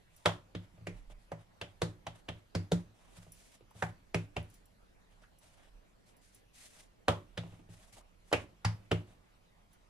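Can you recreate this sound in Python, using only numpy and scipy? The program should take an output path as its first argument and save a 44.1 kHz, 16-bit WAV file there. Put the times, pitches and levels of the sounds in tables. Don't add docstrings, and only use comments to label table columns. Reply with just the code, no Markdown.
import sys
import numpy as np
from scipy import signal
from scipy.fft import rfft, irfft
from scipy.io import wavfile
from scipy.ndimage import uniform_filter1d

SR = 44100
rng = np.random.default_rng(int(sys.argv[2]) if len(sys.argv) > 2 else 0)


def master_out(mix):
    frames = np.transpose(np.atleast_2d(mix))
    ceiling = np.clip(frames, -1, 1)
    pcm = np.round(ceiling * 32767).astype(np.int16)
    wavfile.write(sys.argv[1], SR, pcm)


def boost_factor(decibels):
    exponent = np.asarray(decibels, float) / 20
    return 10 ** exponent


N = 436149


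def evened(x):
    return x / np.sqrt(np.mean(x ** 2) + 1e-20)


def read(points, hz):
    f, value = np.transpose(points)
    return np.interp(np.log(hz + 1), np.log(f + 1), value)


def add(mix, s, sound):
    part = mix[round(s * SR):][:len(sound)]
    part += sound[:len(part)]


def resonate(x, hz, width):
    turn = np.exp(2j * np.pi * hz * np.arange(len(x)) / SR)
    r = np.exp(-np.pi * width / SR)
    smooth = signal.lfilter([1 - r], [1, -r], x / turn + 1e-18)
    return 2 * (turn * smooth).real


def coloured(x, spectrum):
    gain = boost_factor(read(spectrum, np.fft.rfftfreq(len(x), 1 / SR)))
    return irfft(rfft(x) * gain, len(x))


def ring(modes, scatter_db, rise_s, detune):
    t = np.arange(SR // 3) / SR
    hz, db, t60 = np.transpose(modes)[:, :, None]
    share, shift = rng.standard_normal((2, *hz.shape))
    decay = boost_factor(db + scatter_db * share - 60 * t / t60)
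    sines = np.sin(2 * np.pi * hz * (1 + detune * shift) * t)
    return (decay * sines).sum(0) * (1 - np.exp(-t / rise_s))


def correlated(left, other, same):
    return same * left + np.sqrt(1 - same ** 2) * other


def airy(spectrum, likeness, patchy_db):
    hz = np.fft.rfftfreq(1024, 1 / SR)
    a, b, c, d, patches = rng.standard_normal((N // 256 + 5, 513, 5)).T
    patches = uniform_filter1d(patches, 12, axis=0)
    patches = evened(uniform_filter1d(patches, 10, axis=1))
    same = np.clip(read(likeness, hz), -1, 1)[:, None]
    left = a + 1j * b
    z = np.array([left, correlated(left, c + 1j * d, same)])
    z *= boost_factor(read(spectrum, hz)[:, None] + patchy_db * patches)
    return evened(signal.istft(z, nperseg=1024, noverlap=768)[1][:, :N])


# f/Hz, level/dB (relative density)
AIR_SPECTRUM = [(80, -18.5), (150, -12), (300, -11.5), (600, -12), (1300, -16.5), (2500, -20.5),
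                (5000, -27), (9500, -32), (11500, -32.5), (13000, -39.5), (15500, -44.5)]
# f/Hz, correlation/1
AIR_LIKENESS = [(60, 1), (180, -2.9), (550, 0.11), (1650, -0.67), (4970, 0.3), (15000, -0.02)]


def kitchen_air():
    return boost_factor(-70) * airy(AIR_SPECTRUM, AIR_LIKENESS, patchy_db=2.5)


# t/s, level/dB (rms)
RUMBLE_COURSE = [(0, -68), (.8, -68), (0.961, -52), (1.15, -52.5), (1.32, -70.5), (2.3, -65.5),
                 (2.8, -73.5), (3.1, -63), (3.4, -68), (3.8, -73.5), (3.96, -61.5), (4.25, -60), (4.7, -67),
                 (5.4, -68), (5.75, -60.5), (5.95, -70), (7.2, -69.5), (7.502, -65), (8.799, -67),
                 (9.88, -70)]


def rumble():
    a, b, push = rng.standard_normal((3, N))
    grip = a + 0.35 * b, a - 0.35 * b
    depth = [(10, -6.5), (25, -6.5), (38, 7.5), (55, -11), (90, -30), (200, -66.5)]  # f/Hz, level/dB
    deep = evened(np.array([coloured(x, depth) for x in grip]))
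    course = boost_factor(np.interp(np.arange(N) / SR, *np.transpose(RUMBLE_COURSE)))
    boom = evened(sum(boost_factor(db) * resonate(push, hz, 29) for hz, db, _ in WORKTOP_MODES[:3]))
    idle_db, shake_db = -72, -22
    rise_s, t60_s = 0.05, 0.54
    t = np.arange(SR) / SR
    shake = np.full(N, boost_factor(idle_db))
    for s, _, thud_db, *_ in PAT_EVENTS + TOUCH_EVENTS:
        add(shake, s, boost_factor(thud_db + shake_db - 60 * t / t60_s) * (1 - np.exp(-t / rise_s)))
    return deep * course + boom * shake


# f/Hz, t60/s
ROOM_DECAY = [(150, 0.45), (400, 0.097), (1000, 0.26), (2700, 0.22), (7000, 0.23), (12000, 0.25)]
# f/Hz, correlation/1
ROOM_LIKENESS = [(150, 0.97), (500, 0.41), (2000, 0.067), (10000, .05)]


def echoes():
    hz, t, z = signal.stft(rng.standard_normal((2, SR // 3)), SR, nperseg=256)
    same = np.clip(read(ROOM_LIKENESS, hz), -1, 1)[:, None]
    z[1] = correlated(z[0], z[1], same)
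    decay = boost_factor(-60 * t / read(ROOM_DECAY, hz)[:, None])
    tail = signal.istft(z * decay, SR, nperseg=256)[1]
    s = np.arange(tail.shape[1]) / SR
    onset = np.clip(s / 0.0026 - 0.3, 0, 1)
    tail *= onset * (1 + 2.1 * np.exp(-s / 0.0073))
    return tail / np.linalg.norm(tail[0])


# t/s (start), length/s, level/dB (floury hiss), level/dB (dull drag)
RUB_STROKES = [(0.092, 0.27, -72.5, -77), (.72, 0.09, -77, -73), (0.963, 0.059, -74, -71),
               (1.093, 0.046, -67.5, -60.5), (1.18, 0.096, -76.5, -78), (2.145, 0.088, -74.5, -71),
               (2.936, 0.24, -75, -69.5), (3.096, 0.25, -66.5, -68), (3.3, 0.27, -65, -73),
               (3.515, 0.075, -67, -70), (3.74, 0.18, -62.5, -64), (4.48, 0.15, -72, -96),
               (5.099, 0.064, -80, -74), (5.214, 0.037, -72, -65), (5.401, 0.12, -68, -70),
               (5.495, 0.097, -71.5, -71), (5.571, 0.14, -73.5, -65), (6.056, 0.092, -72, -75),
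               (6.208, 0.13, -69, -95), (6.317, 0.1, -69, -86), (6.528, 0.22, -58.5, -72),
               (6.702, 0.18, -62.5, -67.5), (7.46, 0.17, -75, -68.5), (7.689, 0.096, -66, -67.5),
               (7.764, 0.18, -68.5, -70.5), (7.923, 0.035, -60.5, -76), (7.945, 0.077, -62.5, -65),
               (8.24, 0.23, -70, -79), (9.052, 0.15, -77.5, -71), (9.708, 0.058, -73.5, -83)]
# f/Hz, level/dB (relative density)
HISS_SPECTRUM = [(700, -36.5), (1200, -12), (2000, -0.5), (3500, -2.5), (7000, -1.5), (9500, -0.5),
                 (11500, -9), (13000, -13.5), (15500, -31)]
# f/Hz, level/dB (relative density)
DRAG_SPECTRUM = [(120, -48), (200, -45), (217, -3), (333, -11.5), (518, -14.5), (594, -2.5), (1010, -10),
                 (1610, -13.5), (3000, -14), (3900, -16), (6600, -120)]


def rubs():
    near = [(100, 0.97), (15000, 0.08)]  # f/Hz, left-right correlation
    grit = boost_factor(2.6 * np.minimum(rng.exponential(1, N), 5))
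    hiss = airy(HISS_SPECTRUM, near, patchy_db=0.7) * evened(uniform_filter1d(grit, 40))
    drag = airy(DRAG_SPECTRUM, near, patchy_db=1.3)
    peels = [(row[0] + 0.06, 0.066, -78.5, -69.5) for row in PAT_EVENTS]
    lean, sharpness = 0.76, 1.05
    strokes = np.zeros((N, 2))
    for start, length, hiss_db, drag_db in RUB_STROKES + peels:
        course = np.linspace(0, 1, round(length * SR)) ** lean
        arch = np.sin(np.pi * course).clip(0) ** sharpness
        add(strokes, start, np.outer(arch, boost_factor([hiss_db, drag_db])))
    wander = uniform_filter1d(uniform_filter1d(rng.standard_normal(N), 600), 600)
    flutter = boost_factor(2 * evened(wander))
    return flutter * (hiss * strokes[:, 0] + drag * strokes[:, 1])


# t/s, level/dB (before a common cut of 10.5 dB)
CLINK_EVENTS = [(0.1635, -57), (3.32, -50), (3.3894, -65), (3.7075, -67), (4.4275, -63), (4.5007, -64),
                (4.5413, -58), (4.6558, -61.5), (5.3862, -61.5), (6.166, -65), (6.3469, -57), (9.7313, -64)]
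# f/Hz, level/dB, t60/s
BANGLE_MODES = [(5800, -7, 0.085), (7500, -2.5, 0.038), (10000, 5.5, .045), (10600, -11, .03),
                (11900, -9, 0.032), (12700, -11.5, .04), (14400, -8.5, .06)]


def bangles():
    out = np.zeros((N, 2))
    t = np.arange(SR // 3) / SR
    for s, db in CLINK_EVENTS:
        tick = np.diff(rng.standard_normal(len(t) + 2), 2) * np.exp(-t / 0.005)
        hoops = sum(ring(BANGLE_MODES, scatter_db=2.5, rise_s=0.0004, detune=0.02) for _ in range(3))
        clink = boost_factor(db - 10.5) * (hoops + 1.1 * tick)
        room = signal.fftconvolve(clink[None], echoes(), axes=1)[:, :len(t)]
        add(out, s, (clink + boost_factor(-6.5) * room).T)
    return out.T


# f/Hz, level/dB
SMACK_FILTER = [(600, -24), (900, -5.5), (1300, 1.5), (2000, 2.5), (4000, -8), (7000, -12), (11000, -20.5),
                (13000, -38.5), (15500, -52.5)]


def slap(pocket_db, crisp_db, pocket_hz, smack_hz, snap_db):
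    click = np.eye(1, 2048, 128)[0]
    pocket = resonate(resonate(click, pocket_hz, 250), pocket_hz, 2000)
    pocket *= boost_factor(pocket_db) / abs(pocket).max()
    smack = coloured(click + 2.8 * resonate(click, smack_hz, 600), SMACK_FILTER)
    smack = coloured(smack, [(3500, 0), (7000, snap_db)])
    pulse = pocket + boost_factor(crisp_db + 16.5) * smack / abs(smack).max()
    flat_db = 10.5 + 0.35 * pocket_db
    return pocket, coloured(pulse, [(850, 0), (1350, flat_db), (2300, 0.00063)])


def finger_contacts():
    ms = (np.arange(500) - 250) / SR * 1000
    spread = np.exp(np.where(ms < 0, ms / 1.5, -ms / 2.5))
    touch = rng.random(len(ms)) < 0.12
    size = rng.standard_normal(len(ms))
    contacts = 0.53 * touch * size * spread + (ms == 0)
    return contacts / np.linalg.norm(contacts)


# f/Hz, level/dB, t60/s
WORKTOP_MODES = [(82.2, -4, 0.23), (104.7, -1, 0.4), (168.2, -4, 0.24), (97.7, -8, .25), (240, -14.5, 0.17),
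                 (298, -3.5, 0.36), (359.4, -3.5, 0.31), (414, -7.5, 0.22), (486.5, -2, 0.18),
                 (583, -2.5, 0.23), (696, -4.5, 0.053), (845, -8.5, .15), (1225, 11.5, 0.055)]


def pat(pocket_db, thud_db, crisp_db, pocket_hz, smack_hz, snap_db):
    pocket, pulse = slap(pocket_db, crisp_db, pocket_hz, smack_hz, snap_db)
    modes = np.array(WORKTOP_MODES)
    modes[2, 1] += 4.5 + 0.78 * snap_db
    thud = boost_factor(thud_db) * ring(modes[:5], scatter_db=2.55, rise_s=0.0052, detune=0.025)
    thud *= boost_factor(np.interp(np.arange(len(thud)) / SR - 0.1, [0, 0.0045], [0, -8.5]))
    pairs = sum(ring(modes[5:], scatter_db=1.5, rise_s=0.002, detune=0.02) for _ in range(2))
    knock = boost_factor(-53) * signal.fftconvolve(pocket, pairs)[:len(thud), None]
    room = signal.fftconvolve(pulse[None], echoes(), axes=1)
    out = np.zeros((len(thud) + 378, 2))
    add(out, 0, np.convolve(pulse, finger_contacts())[:, None])
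    add(out, 250 / SR, room.T)
    add(out, 250 / SR, knock)
    add(out, 378 / SR, thud[:, None])
    return signal.lfilter(*signal.butter(3, 68, "high", fs=SR), out.T)


# t/s, level/dB (air pocket), level/dB (thud), f/Hz (air pocket)
TOUCH_EVENTS = [(0.734, -61, -64, 576), (0.777, -52.5, -53.5, 583), (0.812, -55, -49, 298),
                (1.101, -49.5, -61.5, 590), (3.174, -70, -49.5, 649), (3.267, -51, -55.5, 600),
                (3.609, -50, -67, 305), (3.711, -51, -74, 870), (3.752, -51, -53, 500),
                (5.237, -45, -82, 1530), (5.45, -62, -84, 590), (7.436, -39, -46, 400),
                (7.463, -48, -65, 307), (7.524, -47, -53, 353), (7.594, -47.5, -62, 294),
                (7.691, -49, -49.5, 312), (7.928, -57, -60.5, 700), (7.971, -46, -69.5, 670),
                (8.009, -54, -85.5, 1200), (8.317, -32, -57, 654)]
# t/s, level/dB (air pocket), level/dB (thud), level/dB (smack, before a 16.5 dB lift),
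# f/Hz (air pocket), f/Hz (smack centre), level/dB (finger snap: tilt of the smack from 3.5 to 7 kHz)
PAT_EVENTS = [(0.259, -11, -31.5, -22.5, 643, 3320, 0), (0.551, -32.5, -36, -43.5, 314, 3530, -5),
              (0.871, -30, -43, -40.5, 390, 2190, 3.5), (1.319, -28, -48, -49, 605, 1620, 4.5),
              (1.615, -29.5, -42.5, -38, 579, 3140, -1.5), (1.82, -19, -31.5, -31.5, 433, 3740, 5),
              (2.069, -30, -44, -40.5, 692, 3240, 0.5), (2.288, -29, -38.5, -39, 536, 3160, -4),
              (2.552, -24.5, -29.5, -34.5, 336, 4700, 0.5), (2.72, -19.5, -31, -32.5, 440, 3670, 7.5),
              (3.825, -20, -30.5, -35, 720, 1570, 2), (4.146, -20, -31, -31, 400, 2550, 3.5),
              (4.367, -25.5, -31.5, -37, 574, 2730, -1.5), (7.084, -10, -26.5, -26.5, 565, 3140, 0),
              (7.377, -30.5, -34.5, -37.5, 565, 3620, -1.5), (8.329, -17, -49, -25.5, 530, 2730, 2),
              (8.335, -16, -33.5, -32, 500, 2385, -16.5), (8.65, -25, -25, -28.5, 828, 4970, -2),
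              (8.916, -17, -28, -31, 438, 2880, -2)]


def pats():
    touches = [(s, db, thud_db, db - 21.5, hz, 2660, 0) for s, db, thud_db, hz in TOUCH_EVENTS]
    out = np.zeros((N, 2))
    for s, *row in PAT_EVENTS + touches:
        add(out, s - 378 / SR, pat(*row).T)
    return out.T


def scene():
    return kitchen_air() + rumble() + rubs() + bangles() + pats()


def top_cut(x):
    return signal.sosfilt(signal.butter(12, 15980, fs=SR, output="sos"), x)


# f/Hz, phase/rad
PORT_LEAD = [(0, 0.67), (500, -0.61), (1500, -0.94), (2200, -1.7), (4000, -0.48), (8000, -1.6), (15000, 1)]
# f/Hz, level/dB
PORT_LEAN = [(60, -4), (130, 2), (290, -4), (640, -1.5), (1410, -0.5), (3100, -1.5), (6820, 3.5),
             (15000, -6)]


def record(dry):
    hz = np.fft.rfftfreq(N, 1 / SR)
    half = boost_factor(read(PORT_LEAN, hz) / 2) * np.exp(0.5j * read(PORT_LEAD, hz))
    top = boost_factor(read([(14900, 0), (15300, -25), (16000, -60)], hz))
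    ports = irfft(rfft(dry) * [half, 1 / half] * top, N)
    return top_cut(ports)


dry = scene()
out = record(dry)
master_out(out)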